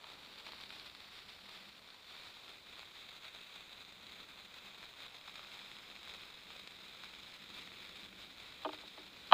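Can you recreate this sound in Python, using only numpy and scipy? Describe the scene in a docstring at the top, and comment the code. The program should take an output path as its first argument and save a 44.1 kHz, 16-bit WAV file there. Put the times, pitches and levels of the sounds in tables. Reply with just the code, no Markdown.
"""A sparkler fizzes at night, a step away from a small handheld camera. Gas jets sputter from its
burning coat and sparks burst with sharp cracks, all coloured by the microphone port.
Underneath sit a far rumble with a wavering hum, and the camera's own hiss and whine.
Fingers set the plastic camera body ringing: a few early taps, then a knock and a button press
near the end."""
import sys
import numpy as np
from scipy import signal
from scipy.fft import rfft, irfft
from scipy.io import wavfile
from scipy.ndimage import uniform_filter1d

SR = 44100
rng = np.random.default_rng(int(sys.argv[2]) if len(sys.argv) > 2 else 0)


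def store_pcm(level_fs):
    """Save levels as 16-bit WAV."""
    pcm = np.round(np.clip(level_fs, -1, 1) * 32767).astype(np.int16)
    wavfile.write(sys.argv[1], SR, np.atleast_2d(pcm).T)


N = 411453


def undb(db):
    return 10 ** (np.asarray(db) / 20)


def at_rms(x, db):
    return x * undb(db) / np.sqrt(np.mean(x ** 2))


def automation(table):
    """One per-sample curve for each column after the time."""
    times, *columns = np.transpose(table)
    return [np.interp(np.arange(N) / SR, times, column) for column in columns]


def eq(x, points, size=4096):
    """Minimum-phase EQ through (frequency [Hz], gain [dB]) points."""
    hz, db = np.transpose(points)
    grid_hz = np.linspace(1, SR / 2, size // 2 + 1)
    gain = undb(np.interp(np.log(grid_hz), np.log(hz), db))
    cepstrum = irfft(np.log(gain))
    cepstrum[1:size // 2] *= 2  # folding makes the filter causal
    cepstrum[size // 2 + 1:] = 0
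    impulse = irfft(np.exp(rfft(cepstrum)))
    return signal.fftconvolve(x, impulse)[:len(x)]


def band(x, lo_hz, hi_hz):
    return signal.sosfilt(signal.butter(2, [lo_hz, hi_hz], "bandpass", fs=SR, output="sos"), x)


def wander(rate_hz):
    """Smoothed random sample-and-hold with a spread of 1."""
    hold = int(SR / rate_hz)
    steps = np.repeat(rng.standard_normal(N // hold + 1), hold)
    smooth = uniform_filter1d(uniform_filter1d(steps, hold), hold)[:N]
    return smooth / smooth.std()


def puffs(per_s, scatter_db, top_db, decay_ms):
    """Random noise puffs with an instant attack; most are small, none starts above top_db."""
    noise = rng.standard_normal(N)
    triggers = rng.random(N) < per_s / SR
    strength = undb(np.minimum(scatter_db * rng.exponential(size=N), top_db))
    return noise * signal.lfilter([1], [1, -np.exp(-1000 / (decay_ms * SR))], triggers * strength)


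# The steady burn under the swells: (time [s], level [dB])
STEADY_BURN = [(0, -60), (.12, -56), (.7, -54), (1.27, -57), (1.6, -54.5), (1.97, -59.5), (2.15, -53),
               (2.64, -59), (2.72, -54.5), (3.4, -56), (4, -56.5), (4.8, -56.5), (4.89, -57), (5.2, -57),
               (5.6, -53), (6, -57), (6.9, -55), (7.75, -54), (7.95, -53), (8.12, -59), (8.3, -56),
               (8.6, -54), (9.07, -56), (9.3, -53.5)]
# Brief swells of the fizz, mostly as the coat flares up, a few short ones with a single spark: (time [s], peak
# [dB], length [ms])
FIZZ_SWELLS = [(.1, -55.5, 64), (.47, -55.5, 34), (.54, -55, 26), (.62, -52, 25), (.72, -57.5, 29),
               (.8, -58, 34), (.86, -53.5, 34), (1.15, -56, 110), (1.31, -55.5, 53), (1.53, -57, 50),
               (1.9, -61, 39), (2.2, -56, 40), (2.26, -55, 50), (2.36, -57.5, 18), (2.49, -55.5, 50),
               (2.8, -54.5, 41), (2.98, -58, 30), (3.15, -54.5, 60), (3.26, -54, 63), (3.36, -55.5, 45),
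               (3.56, -57, 70), (3.81, -56.5, 36), (4.13, -52.5, 53), (4.2, -54.5, 36), (4.3, -55, 32),
               (4.57, -54.5, 43), (4.67, -56.5, 61), (4.84, -52.5, 29), (5.02, -52.5, 77), (5.15, -57, 40),
               (5.29, -55, 43), (5.37, -56.5, 100), (5.56, -56.5, 90), (6.11, -53.5, 156),
               (6.53, -54.5, 82), (7.04, -60, 25), (7.15, -53.5, 21), (7.35, -55, 44), (7.57, -51.5, 61),
               (7.67, -57, 30), (7.84, -59.5, 35), (8.02, -53, 66), (8.21, -53, 72), (8.43, -59, 52),
               (8.735, -52, 33), (8.81, -57, 43)]
def fizz_envelope():
    """The coat burns a little unevenly; brief swells rise and fade on top."""
    wander_db, fade_to_rise = 0.54, 1.11
    t = np.arange(N) / SR
    power = undb(automation(STEADY_BURN)[0] + wander_db * wander(14)) ** 2
    for time, peak_db, length_ms in FIZZ_SWELLS:
        half_width = length_ms / 2000 * np.where(t < time, 1, fade_to_rise)
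        power += undb(peak_db) ** 2 * np.exp(-((t - time) / half_width) ** 2)
    return np.sqrt(power)


def fizz():
    """Gas jets sputter from the burning coat while countless small sparks crack."""
    jet = rng.standard_normal(N) * undb(0.6 * wander(25) + 0.94 * wander(90))
    sputter = puffs(per_s=110, scatter_db=2, top_db=4, decay_ms=4)
    crackle = puffs(per_s=400, scatter_db=3, top_db=6, decay_ms=0.3)
    blend = at_rms(jet, 0) + at_rms(sputter, -4.5) + at_rms(crackle, -6.5)
    return blend * fizz_envelope() / eq(blend, PORT_FACING).std()  # level set through the port


# Tone of the microphone port facing the sparkler: (frequency [Hz], gain [dB])
PORT_FACING = [(300, -11.5), (1400, -5), (1750, -8.5), (2480, -1.5), (2900, -8.5), (3250, -3.5),
               (3750, 1.5), (4020, -1), (4350, -9), (5250, -16), (5780, -25.5), (6500, -18), (9000, -27),
               (11500, -32), (15500, -26.5)]
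# Tone of the port at a slant: (frequency [Hz], gain [dB])
PORT_OFF_AXIS = [(300, -12), (1200, -5), (1750, -8), (2450, -3.5), (2900, -7), (3650, -0.5), (4450, -4.5),
                 (5000, -11.5), (5600, -16.5), (6300, -26.5), (6900, -21.5), (9000, -27), (11500, -29.5),
                 (15500, -30)]
# Slow turns of the hand: (time [s], off-axis mix [0-1], sheen gain [dB], low-mid gain [dB])
HAND_TURNS = [(0, .4, -3, 3), (.4, 1, -2, 0), (1.2, 1, 1, -2), (2.0, .75, -2, 0.5), (2.7, .3, -0.5, -1),
              (3.3, 0, -3, -1), (4.5, 0, -2, -.5), (5.4, 0, 3.5, -0.5), (7.5, .05, 1.5, -3),
              (9.3, .3, 1, -1)]
def microphone_port(x):
    """The port colours the sparkler; its resonances change as the hand turns."""
    slant, sheen_db, low_mid_db = automation(HAND_TURNS)
    x = (1 - slant) * eq(x, PORT_FACING) + slant * eq(x, PORT_OFF_AXIS)
    sheen = (undb(sheen_db) - 1) * band(x, 4770, 5600)
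    low_mids = (undb(low_mid_db) - 1) * band(x, 340, 1720)
    return x + sheen + low_mids


# Tone of the far rumble: (frequency [Hz], gain [dB])
RUMBLE_EQ = [(15, -30), (32, -25), (50, -0.5), (70, 0.5), (110, -4.5), (250, -1.5), (600, -6), (1500, -33)]
# Swells of the distant bed: (time [s], rumble level [dB], hum level [dB])
FAR_SWELLS = [(0, -73, -88), (.25, -68, -83), (.65, -69.5, -76), (1.1, -72, -81), (1.6, -70, -72),
              (2, -74, -90), (2.75, -71.5, -79), (3.3, -78, -86), (4.1, -69, -75), (4.7, -72.5, -75),
              (5.5, -74, -78.5), (6.1, -70, -75.5), (6.6, -69.5, -73), (7.2, -69, -76.5), (7.5, -69, -67.5),
              (7.85, -66, -75.5), (8.1, -66.5, -65.5), (8.45, -68, -86), (9, -68, -75), (9.33, -65.5, -72)]
def far_rumble():
    """Low rumble of the night, with a narrow hum that comes and goes."""
    hum_hz = 194.6
    rumble_db, hum_db = automation(FAR_SWELLS)
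    rumble = eq(rng.standard_normal(N), RUMBLE_EQ)
    hum = band(rng.standard_normal(N), hum_hz - 13, hum_hz + 16)
    return at_rms(rumble, rumble_db) + at_rms(hum, hum_db)


# Tone of the camera's hiss: (frequency [Hz], gain [dB])
HISS_EQ = [(300, 1.5), (3000, -3.5), (7000, -5), (11000, -14.5), (15500, -5)]
# Whine of the electronics: (frequency [Hz], rms level [dB])
WHINE_TONES = [(7187, -89), (8786, -96), (8845, -97), (13264, -98), (14863, -94)]
def camera_electronics():
    """The electronics add an even hiss and thin, steady whines."""
    hiss = at_rms(eq(rng.standard_normal(N), HISS_EQ), db=-71.5)
    hz, db = np.transpose(WHINE_TONES)[:, :, None]
    whines = np.sqrt(2) * undb(db) * np.sin(2 * np.pi * hz * np.arange(N) / SR)
    return hiss + whines.sum(axis=0)


# Modes of the plastic body: (frequency [Hz], relative peak [dB], decay by 60 dB [s], attack [ms])
BODY_MODES = [(304.7, -12.5, 0.29, 2.6), (378, -11.5, 0.12, 8.4), (480, -13, 0.075, 3.4),
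              (629, -5, 0.042, 3.1), (865.6, -2.5, 0.017, 5.8), (1194, -1, 0.01, 1),
              (1401, -11, 0.017, 0.57), (1733, -16, 0.014, 0.5), (2503, -23, 0.019, 2.2),
              (3134, -12, 0.009, 0.16), (3910, -23, 0.02, 0.28)]
# Taps, knock and button press: (time [s], peak [dB], hardness [dB per octave])
TOUCHES = [(0.0418, -40, 12), (0.4866, -44, 7), (0.7045, -43, 14), (8.648, -28, 4), (8.6545, -29, 3),
           (8.662, -32, -1), (8.690, -34, 4), (8.731, -40, 4), (8.833, -48, 1.5), (8.976, -45, -1.5),
           (8.983, -44, 11), (9.3130, -26.5, 7), (9.3238, -5.5, 4.5)]
def finger_knocks():
    """Every touch rings the same body; low modes bloom late, hard touches favour the high ones."""
    hz, db, t60, attack_ms = np.transpose(BODY_MODES)[:, :, None]
    t = np.arange(SR // 2) / SR
    attack = (1 - np.exp(-1000 * t / attack_ms)) ** 3
    envelope = attack * undb(-60 * t / t60)
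    modes = np.sin(2 * np.pi * hz * t) * undb(db) * envelope / envelope.max(axis=1, keepdims=True)
    track = np.zeros(N + len(t))
    for time, peak_db, hardness in TOUCHES:
        ring = (modes * undb(hardness * np.log2(hz / 800))).sum(axis=0)
        start = int(time * SR)
        track[start:start + len(t)] += undb(peak_db) * ring / np.abs(ring).max()
    return track[:N]


# The loudest bursting sparks: (time [s], peak through the facing port [dB], body gain [dB])
SPARK_HITS = [(0.0426, -41, 3), (0.262, -41, 0), (0.4665, -36, 3), (0.47, -37, 9), (0.5338, -37, 10),
              (0.6375, -39, 2), (0.694, -39, -1), (0.705, -35.5, 14), (0.798, -35, -6), (0.95, -36, 2),
              (1.004, -41.5, -6), (1.1901, -39, -2), (1.9037, -41, 3), (2.152, -43, 10), (2.1977, -38, 1),
              (2.222, -43, 2), (2.4802, -39, 2), (2.7938, -34.5, 0), (2.8307, -37.5, 8), (3.0893, -40, -5),
              (3.253, -43, -3), (3.349, -37, 1), (3.6945, -41, -3), (3.807, -42, -2), (3.892, -42, 0),
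              (3.9242, -42, -3), (4.664, -41, 1), (4.8292, -36.5, 1), (4.8381, -39, 5), (4.9385, -40, 2),
              (5.2132, -39.5, -2), (5.2810, -37, 9), (5.2956, -37, 1), (5.3557, -38, 4), (5.3574, -35, 2),
              (5.394, -37.5, 6), (5.4473, -41, 9), (5.519, -40, 2), (5.7162, -37, 0), (5.7673, -37, 0),
              (5.7874, -38, -2), (5.9005, -39, -8), (5.963, -39, -1), (6.0313, -37, 2), (6.0759, -39, 7),
              (6.0985, -38, 0), (6.139, -34, -4), (6.2354, -38, -1), (6.355, -43, -4), (6.5045, -37, 7),
              (6.644, -44, 2), (6.6747, -32.5, -6), (7.037, -31, 3), (7.0436, -39, 0), (7.1355, -40, -3),
              (7.139, -39, 3), (7.3395, -41, -4), (7.6753, -35.5, -3), (7.718, -40, 4), (8.0332, -38, -1),
              (8.191, -41, 0)]
def bursting_sparks():
    """Each large spark bursts with a crack and a very short tail of noise."""
    decay_ms = 0.92
    t = np.arange(1024) / SR
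    track = np.zeros(N + len(t))
    for time, peak_db, body_db in SPARK_HITS:
        burst = rng.standard_normal(len(t)) * np.exp(-1000 * t / decay_ms)
        burst[0] += 4.5  # the crack
        burst = uniform_filter1d(burst, size=4)  # soften the transient
        burst += (undb(body_db) - 1) * band(burst, 560, 2600)
        start = int(time * SR)
        track[start:start + len(t)] += undb(peak_db) * burst / np.abs(eq(burst, PORT_FACING)).max()
    return track[:N]


def scene():
    """Mono mix; only the sparkler passes through the port."""
    sparkler = microphone_port(fizz() + bursting_sparks())
    return (sparkler + finger_knocks() + far_rumble() + camera_electronics())[None]


def record(dry):
    """The camera cuts the top end steeply."""
    cutoff_hz = 15450
    return signal.sosfilt(signal.ellip(10, .2, 60, cutoff_hz, fs=SR, output="sos"), dry)


dry = scene()
out = record(dry)
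store_pcm(out)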